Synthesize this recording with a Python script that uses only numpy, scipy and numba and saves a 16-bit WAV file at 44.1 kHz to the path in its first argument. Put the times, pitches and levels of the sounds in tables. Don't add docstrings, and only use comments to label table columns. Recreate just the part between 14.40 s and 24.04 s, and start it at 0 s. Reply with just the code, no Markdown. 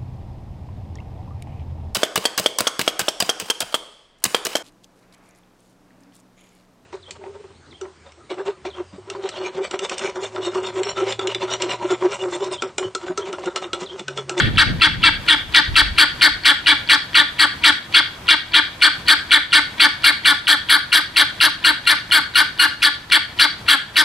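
import sys
import numpy as np
from scipy import signal
from scipy.fft import rfft, irfft, next_fast_len
from scipy.io import wavfile
from scipy.ndimage import uniform_filter1d
from numba import njit

SR = 44100
rng = np.random.default_rng(int(sys.argv[2]) if len(sys.argv) > 2 else 0)


def store_wav(level_fs):
    pcm = np.round(np.clip(np.atleast_2d(level_fs), -1, 1) * 32767)
    wavfile.write(sys.argv[1], SR, pcm.T.astype(np.int16))


def gain_from_db(level_db):
    decades = np.asarray(level_db, float) / 20
    return 10 ** decades


N = 425124

# start in seconds, level in dB, length in seconds,
# pulse rate in Hz, whistle level in dB.
FIRST_BOUT = [(-0.045, -15.5, 0.053, 300.2, -5), (0.179, -14.5, 0.055, 308.2, -6),
              (0.416, -14.5, 0.059, 311, -5), (0.635, -13.5, 0.058, 313.3, -4),
              (0.882, -15, 0.067, 308.3, -7), (1.144, -12.5, 0.06, 309.2, -10),
              (1.3607, -13, 0.058, 307.4, -8), (1.5814, -11.5, 0.062, 310.8, -8),
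              (1.8166, -11.5, 0.063, 310.8, -12), (2.0514, -13, 0.072, 300, -12),
              (2.2665, -14.5, 0.067, 303.7, -8.5), (2.4943, -13.5, 0.066, 300.4, -10),
              (2.75, -12.5, 0.074, 309.2, -8), (2.99, -14.5, 0.064, 307, -16),
              (3.2408, -13, 0.066, 303.3, -10), (3.5442, -12.5, 0.06, 319.3, -7.5)]
# the same columns, in seconds, dB, seconds, Hz and dB.
SECOND_BOUT = [(3.8853, -14, 0.063, 314.8, -5.5), (4.1402, -13.5, 0.06, 312.8, -8),
               (4.42, -13, 0.063, 313.8, -6.5), (4.6806, -12, 0.061, 308.5, -10),
               (4.9147, -11, 0.065, 307.2, -9), (5.1268, -13, 0.069, 308.5, -5),
               (5.4002, -12.5, 0.07, 302.1, -10.5), (5.6396, -14.5, 0.07, 304.2, -5.5),
               (5.853, -14, 0.074, 299.6, -9.5), (6.076, -16, 0.074, 301, -10.5),
               (6.2937, -15.5, 0.076, 307.5, -12), (6.525, -16.5, 0.071, 316.6, -5),
               (6.7658, -15.5, 0.067, 303.3, -10), (7.0085, -16.5, 0.07, 315.8, -7),
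               (7.2448, -17, 0.067, 315.5, -4.5), (7.4697, -17, 0.067, 314.5, -3.5),
               (7.7182, -17.5, 0.075, 312.3, -5), (7.9537, -17, 0.071, 315.9, -4),
               (8.1932, -18.5, 0.07, 313.4, -1.5), (8.425, -16.5, 0.062, 306.3, -11),
               (8.7182, -15, 0.059, 316.4, -6.5), (8.9943, -15, 0.066, 309.2, -6.5),
               (9.2828, -15, 0.071, 294.1, -6), (9.5635, -17, 0.063, 311.8, -9)]


def guineafowl():
    out = np.zeros(next_fast_len(N + SR * 5 // 4, True))
    first_start, *first_cry = FIRST_BOUT[0]
    earlier = [(first_start - .23 * k, *first_cry) for k in range(1, 4)]
    cries = earlier + list(FIRST_BOUT) + list(SECOND_BOUT)
    for row, chance in zip(cries, rng.standard_normal((len(cries), 9))):
        sound = cry(*row, chance)
        begin = SR + round(row[0] * SR) - SR // 32
        out[begin:begin + len(sound)] += sound
    return out


# time in seconds, turn towards the microphone from 0 to 1,
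# beak opening in dB, whistle pitch in Hz.
HEAD = [(.18, 0.3, -3, 1345), (.64, 0.03, -2, 1349), (.88, 0.22, 0.5, 1408), (1.14, 0.26, -1.5, 1404),
        (1.36, .4, -1.5, 1344), (1.82, 0.67, -2.8, 1428), (2.27, 0.32, -2.2, 1418),
        (2.75, 0.39, -2.5, 1410), (3.24, 0.47, -2, 1390), (3.7, 0.37, 1, 1417), (4.14, 0.27, -1.5, 1425),
        (4.68, 0.62, -3, 1450), (5.4, 0.54, -2.4, 1405), (6.29, 1.02, -3.4, 1440), (6.77, 0.89, -2, 1407),
        (8.19, 1, -6, 1438), (8.43, 0.78, -1.5, 1419), (9.56, 0.84, -2, 1425)]
# share of its length, throat level in dB, beak level in dB,
# chest level in dB, sag of the throat tuning in percent.
CRY_COURSE = [
    (-.1, -35, -33, -20, 7.5),
    (.07, -7, -0.5, -20.5, 7),
    (.4, 0, 6, -3, 1.5),
    (.75, 2, 3.5, -5.5, 1.5),
    (.97, -0.5, -6.5, 3.5, -3.5),
    (1.1, -11.5, -20.5, -9.5, -31),
    (1.3, -77, -14, -7.5, -7),
    (1.7, -70, -70, -48, 1),
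]
CRY_SCATTER_DB, CRY_SCATTER_TUNING = -1.1, 0.0041
WHISTLE_LASTS_PER_DB, HOLD_BACK_PER_DB = 0.22, 0.66
DRIVE_DB = 12.5


def cry(start, level_db, length, rate_hz, whistle_db, chance):
    t = np.arange(-SR // 32, SR // 8) / SR
    turn, open_db, whistle_hz = along(HEAD, start)
    throat_db, beak_db, chest_db, sag = along(CRY_COURSE, t / length)
    throat_tuning, beak_tuning = CRY_SCATTER_TUNING * chance[:2]
    rasp_more, tilt_more, beak_more, throat_more, hum_more = CRY_SCATTER_DB * chance[2:7]

    pitch, cycles, source, puffs = membrane(t / length, rate_hz)
    closing = np.clip(t / length, 0, 1.2) - .55
    throat_shift = (1.03 - 0.043 * turn + throat_tuning) * (1 + sag / 100)
    throat = throat_voice(source, throat_shift, closing, 3 - 4.5 * turn + throat_more)
    beak = beak_voice(source, 1 + beak_tuning, t, closing, turn, beak_more)
    rasp = rasp_voice(puffs, -11.5 + 18 * turn + tilt_more)

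    rattle = gain_from_db(throat_db - open_db / 2) * throat + gain_from_db(beak_db - 0.5 + open_db / 2) * beak
    whistle_t = np.minimum(t, 0) + np.maximum(t, 0) / (1 + WHISTLE_LASTS_PER_DB * max(whistle_db + 5.5, 0))
    hold_back_db = HOLD_BACK_PER_DB * max(whistle_db + 6.5, 0)
    rattle *= gain_from_db(np.interp(whistle_t, [.015, .032], [-hold_back_db, 0]))
    rattle += gain_from_db(beak_db - 24.5 + 11 * turn + rasp_more) * rasp

    hum = gain_from_db(chest_db - 25 - 3.5 * turn + hum_more + 5.5) * stack(pitch, HUM)
    whistle = gain_from_db(whistle_db - 8) * throat_whistle(whistle_t, whistle_hz, cycles, turn)
    tick = beak_tick(t, .8 * throat + beak, chance[7], chance[8])
    whole = rattle + hum + whistle + chirp(t, puffs) + tick
    return gain_from_db(level_db + DRIVE_DB) * signal.windows.tukey(len(t), .1) * whole


ROUGHNESS = [(0, .5), (.4, .46), (.75, .36), (1, .15)]


def membrane(share, rate_hz):
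    size = len(share)
    rough, = along(ROUGHNESS, share)
    pitch = rate_hz * (1.05 - 0.087 * np.clip(share, 0, 1.3))
    cycles = np.cumsum(pitch * (1 + .13 * rough * drift(120, size))) / SR
    slaps = np.diff(np.floor(cycles), prepend=0) * gain_from_db(1.1 * rough * rng.standard_normal(size))
    puffs = rms_one(rng.standard_normal(size) * np.exp(-1.6 * (cycles % 1)))
    source = (1 - rough) * rms_one(slaps) + rough * puffs
    return pitch, cycles, source, puffs


# centre in Hz, width in Hz, level in dB.
THROAT = [(829, 153, -16), (1108, 150, -13), (1544, 260, -1), (1795, 96, 0.5), (2175, 169, -3)]


def throat_voice(source, shift, closing, upper_db):
    more_db = [1.5 * closing, 1.3 * closing, 0, -3 * closing, upper_db - 9 * closing]
    return resonate(source, THROAT, shift, more_db, patchy_db=3)


# centre in Hz, width in Hz, level in dB.
BEAK = [(2774, 560, -10), (3334, 275, 2.5), (3908, 202, -3), (4458, 286, -3.5), (4515, 1110, -16.5),
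        (5905, 1240, -41)]
# time in seconds, gain in dB.
FLARES = [
    (.033, 5),
    (.052, 6),
]


def beak_voice(source, shift, t, closing, turn, scatter_db):
    flare_db = sum(db * np.exp(-((t - s) / .0045) ** 2) for s, db in FLARES) - 2.5
    main_db = flare_db + 3 - 3 * turn
    upper_db = 1.5 + 4.5 * turn + scatter_db - 1.1 * closing
    more_db = [0, main_db, upper_db / 2, upper_db, upper_db, upper_db]
    return resonate(source, BEAK, shift, more_db, patchy_db=4)


# centre in Hz, width in Hz, level in dB.
RASP = [(7700, 560, -3.5), (8920, 990, -5), (10830, 1220, -7), (12900, 790, -21), (14600, 1500, -21.5)]


def rasp_voice(puffs, tilt_db):
    air = puffs + .5 * rng.standard_normal(len(puffs))
    return resonate(air, RASP, 1, [0, 0, tilt_db, tilt_db, tilt_db], patchy_db=3)


# multiple of its pitch, level in dB.
WHISTLE = [(1, 5), (2, 7), (3, 3.5), (4, -19.5), (6, -14), (7, -18)]
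# time in seconds, level in dB, pitch rise in percent.
WHISTLE_COURSE = [
    (-.005, -42, -0.5),
    (.003, 7, 0.5),
    (.025, -5, -1),
    (.036, -33, 2.5),
    (.052, -21, 10),
]


def throat_whistle(t, hz, cycles, turn):
    beat = 1 + np.clip(t / 0.027, 0, .9) * np.cos(2 * np.pi * cycles)
    level_db, rise = along(WHISTLE_COURSE, t)
    glide = hz * (1 + rise / 100 + 0.0079 * drift(62, len(t)))
    tilt_db = -5.5 + 8 * turn
    partials = [(k, db + (k > 2.5) * tilt_db) for k, db in WHISTLE]
    return gain_from_db(level_db) * beat * stack(glide, partials)


# multiple of the pulse rate, level in dB.
HUM = [(1, 4.5), (2, -9.5), (3, 5)]


def stack(hz, partials):
    phase = 2 * np.pi * np.cumsum(hz) / SR
    return np.sqrt(2) * sum(gain_from_db(db) * np.sin(round(k) * phase + k * k) for k, db in partials)


# time in seconds, resonance in Hz, level in dB.
CHIRP = [
    (-.018, 3370, -37),
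    (-.011, 3420, -52),
    (-.005, 3070, -5.5),
    (.001, 2260, -8.5),
    (.014, 2280, -9),
    (.03, 2100, -22),
]


def chirp(t, puffs):
    hz, level_db = along(CHIRP, t)
    return gain_from_db(level_db) * resonate(puffs, [(1011, 390, 0)], hz / 1000, [0], patchy_db=4)


TICK_LEAD_S, TICK_DB = .0172, -24
TICK_SCATTER_S, TICK_SCATTER_DB = .0012, 3.5


def beak_tick(t, ringing, late, loud):
    since = t + TICK_LEAD_S + TICK_SCATTER_S * late
    decay = (since > 0) * np.exp(-np.abs(since) / .006)
    return gain_from_db(TICK_DB + TICK_SCATTER_DB * loud) * decay * ringing


EVENNESS = .25


def resonate(x, modes, shift, more_db, patchy_db):
    out = 0
    for k, (hz, width_hz, db) in enumerate(modes):
        r = np.exp(-np.pi * 1.5 * width_hz / SR)
        w = 2 * np.pi * hz * shift / SR * np.ones(len(x))
        gain = gain_from_db(db + more_db[k] + patchy_db * drift(60, len(x)))
        out = out + (-1) ** k * gain * ring(ring(x, w, r), w, r)
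    return rms_one(out / uniform_filter1d(out ** 2 + 1e-12, size=500) ** EVENNESS)


@njit
def ring(x, w, r):
    y = np.zeros(len(x))
    for i in range(2, len(x)):
        drive = (1 - r * r) / 2 * (x[i] - x[i - 2])
        y[i] = drive + 2 * r * np.cos(w[i]) * y[i - 1] - r * r * y[i - 2]
    return y


# frequency in Hz, left minus right in dB.
LEFT_DB = [(60, 0.5), (150, 7), (380, 3.5), (950, 6.5), (2380, 0.5), (5980, 3), (15000, 3)]
# frequency in Hz, lead of the left in radians.
LEFT_LEAD = [(0, 1), (1700, -0.75), (2670, -0.51), (4400, 0.38), (6000, -0.9), (8000, -0.32),
             (15200, -0.64)]


def direct(x):
    hz = np.fft.rfftfreq(len(x), 1 / SR)
    half = gain_from_db(at_hz(LEFT_DB, hz) / 2) * np.exp(.5j * at_hz(LEFT_LEAD, hz))
    return np.array([irfft(rfft(x) * half, len(x)), irfft(rfft(x) / half, len(x))])


# level in dB, build-up in seconds, decay by 60 dB in seconds.
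TAILS = [
    (-3.5, 0.021, 0.29),
    (-28, .1, 0.53),
]
# delay in seconds, level in dB.
ECHOES = [
    (.087, -17.5),
    (.166, -29),
]
# frequency in Hz, level in dB.
WOODS_COLOUR = [(200, -12.5), (900, -17), (1500, -6.5), (4500, -6.5), (6000, -7), (9000, -14.5),
                (16000, -32)]
WOODS_ALIKE = 0.16


def woods(x):
    t = np.arange(SR * 5 // 4) / SR
    response = np.zeros((2, len(t)))
    for db, build, t60 in TAILS:
        shape = (1 - np.exp(-(t / build) ** 2)) * gain_from_db(-60 * t / t60)
        mid, side = rng.standard_normal((2, len(t)))
        pair = np.sqrt((1 + WOODS_ALIKE) / 2) * mid + np.sqrt((1 - WOODS_ALIKE) / 2) * side * [[1], [-1]]
        response += gain_from_db(db) * pair * shape / np.sqrt(np.sum(shape ** 2))
    for s, db in ECHOES:
        response[:, round(s * SR)] += gain_from_db(db)
    response = gain_from_db([[.8], [-.8]]) * coloured(response, WOODS_COLOUR)
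    return signal.fftconvolve(x[None], response, axes=1)[:, :len(x)]


# frequency in Hz, level in dB per Hz.
WIND = [(12, -32), (20, 0), (140, 0.5), (236, -9), (332, -16.5), (406, -20), (800, -31), (1040, -61),
        (1760, -120)]


def wind(t):
    size = 5 * SR // 2
    out = np.zeros((2, N))
    flutter, thump = gusts(t[:size])
    for kind, shared_part, gain in [("low", 1.6, gain_from_db(9) * thump), ("high", .95, gain_from_db(7) * flutter)]:
        shared, *own = rng.standard_normal((3, size))
        noise = coloured(shared_part * shared + np.array(own), WIND)
        band = signal.sosfilt(signal.butter(3, 75, kind, fs=SR, output="sos"), noise)
        band /= uniform_filter1d(np.mean(band ** 2, axis=0), size=2500) ** .35
        out[:, :size] += gain * rms_one(band)
    return out


# start in seconds, length in seconds, flutter level in dB,
# thump above the flutter in dB.
GUSTS = [(0.022, 0.061, -14.5, -15), (0.14, 0.073, -24.5, -1), (0.275, 0.05, -17.5, -9),
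         (0.355, 0.046, -29.5, -3), (0.48, .14, -25, -10), (0.655, 0.14, -29, -3), (0.945, 0.21, -40, 2.5),
         (1.196, 0.033, -32, -10), (1.29, 0.048, -26.5, 3.5), (1.427, 0.091, -31, 7),
         (1.585, 0.17, -38.5, 0), (1.91, .06, -41, 4)]
GUST_RISE_DB_S, GUST_FALL_DB_S, GUST_SAG_DB_S = 500, 300, 12


def gusts(t):
    s, length, flutter_db, thump_db = np.array(GUSTS).T[:, :, None]
    since = t - s
    rise_db = GUST_RISE_DB_S * np.minimum(since, 0)
    sag_db = GUST_SAG_DB_S * np.maximum(since, 0)
    fall_db = GUST_FALL_DB_S * np.maximum(since - length, 0)
    shape = gain_from_db(flutter_db + rise_db - sag_db - fall_db)
    return shape.sum(axis=0), (shape * gain_from_db(thump_db)).sum(axis=0)


# time in seconds, level in dB.
RUMBLE = [(0.0, -43.5), (.4, -44), (1.7, -40), (2.15, -41.5), (4.3, -42.5), (5.3, -40.5), (6.2, -44.5),
          (8.3, -46.5), (9.4, -44), (9.64, -43)]
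# frequency in Hz, level in dB per Hz.
AIR = [(15, -36), (30, -9), (100, -2), (200, -6.5), (450, -14.5), (1000, -12), (3000, -18.5), (6500, -28),
       (11000, -35), (16000, -41)]
# frequency in Hz, left-right likeness from 0 to 1.
AIR_ALIKE = [(30, 0.99), (300, 0.98), (1500, 0.31), (6000, 0.089), (10000, 0.64)]


def far_air(t):
    size = next_fast_len(N, True)
    swell_db = 1.3 * drift(5, N)
    hz = np.fft.rfftfreq(size, 1 / SR)
    alike = np.clip(at_hz(AIR_ALIKE, hz), 0, 1)
    mid, side = rfft(rng.standard_normal((2, size))) * gain_from_db(at_hz(AIR, hz))
    pair = irfft(np.sqrt(1 + alike) * mid + np.sqrt(1 - alike) * side * [[1], [-1]], size)[:, :N]
    return gain_from_db(along(RUMBLE, t)[0] + 14 + swell_db) * rms_one(pair)


def rms_one(x):
    return x / np.sqrt(np.mean(x ** 2) + 1e-20)


def along(rows, t):
    first, *columns = np.transpose(rows)
    return [np.interp(t, first, c) for c in columns]


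def at_hz(points, hz):
    point_hz, values = np.array(points).T
    return np.interp(np.log(hz + 1), np.log(point_hz + 1), values)


def coloured(x, points):
    hz = np.fft.rfftfreq(x.shape[-1], 1 / SR)
    return irfft(rfft(x) * gain_from_db(at_hz(points, hz)), x.shape[-1])


def drift(rate, size):
    r = np.exp(-2 * np.pi * rate / SR)
    settle = SR // 20
    noise = rng.standard_normal(size + settle)
    return rms_one(signal.lfilter([1], [1, -2 * r, r * r], noise)[settle:])


def scene():
    t = np.arange(N) / SR
    bird = guineafowl()
    return (direct(bird) + woods(bird))[:, SR:SR + N] + wind(t) + far_air(t)


def band_limit(x):
    return signal.sosfilt(signal.butter(12, 15700, fs=SR, output="sos"), x)


KNEE_DB, SQUEEZE, RELEASE_DB_S = -17, .6, 40


def record(dry):
    level_db = 10 * np.log10(uniform_filter1d(np.mean(dry ** 2, axis=0), size=320) + 1e-12)
    ramp = RELEASE_DB_S * np.arange(N) / SR
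    held_db = np.maximum.accumulate(np.maximum(level_db, KNEE_DB) + ramp) - ramp
    over_db = SQUEEZE * np.maximum(held_db - KNEE_DB, 0)
    cut_db, _ = signal.lfilter([.02], [1, -.98], over_db, zi=[over_db[0]])
    x = dry * gain_from_db(-cut_db)
    x = x / (1 + np.abs(x) ** 6) ** (1 / 6)
    x = signal.sosfilt(signal.cheby2(12, 50, 16050, fs=SR, output="sos"), x)
    return band_limit(x)


dry = scene()
out = record(dry)
store_wav(out)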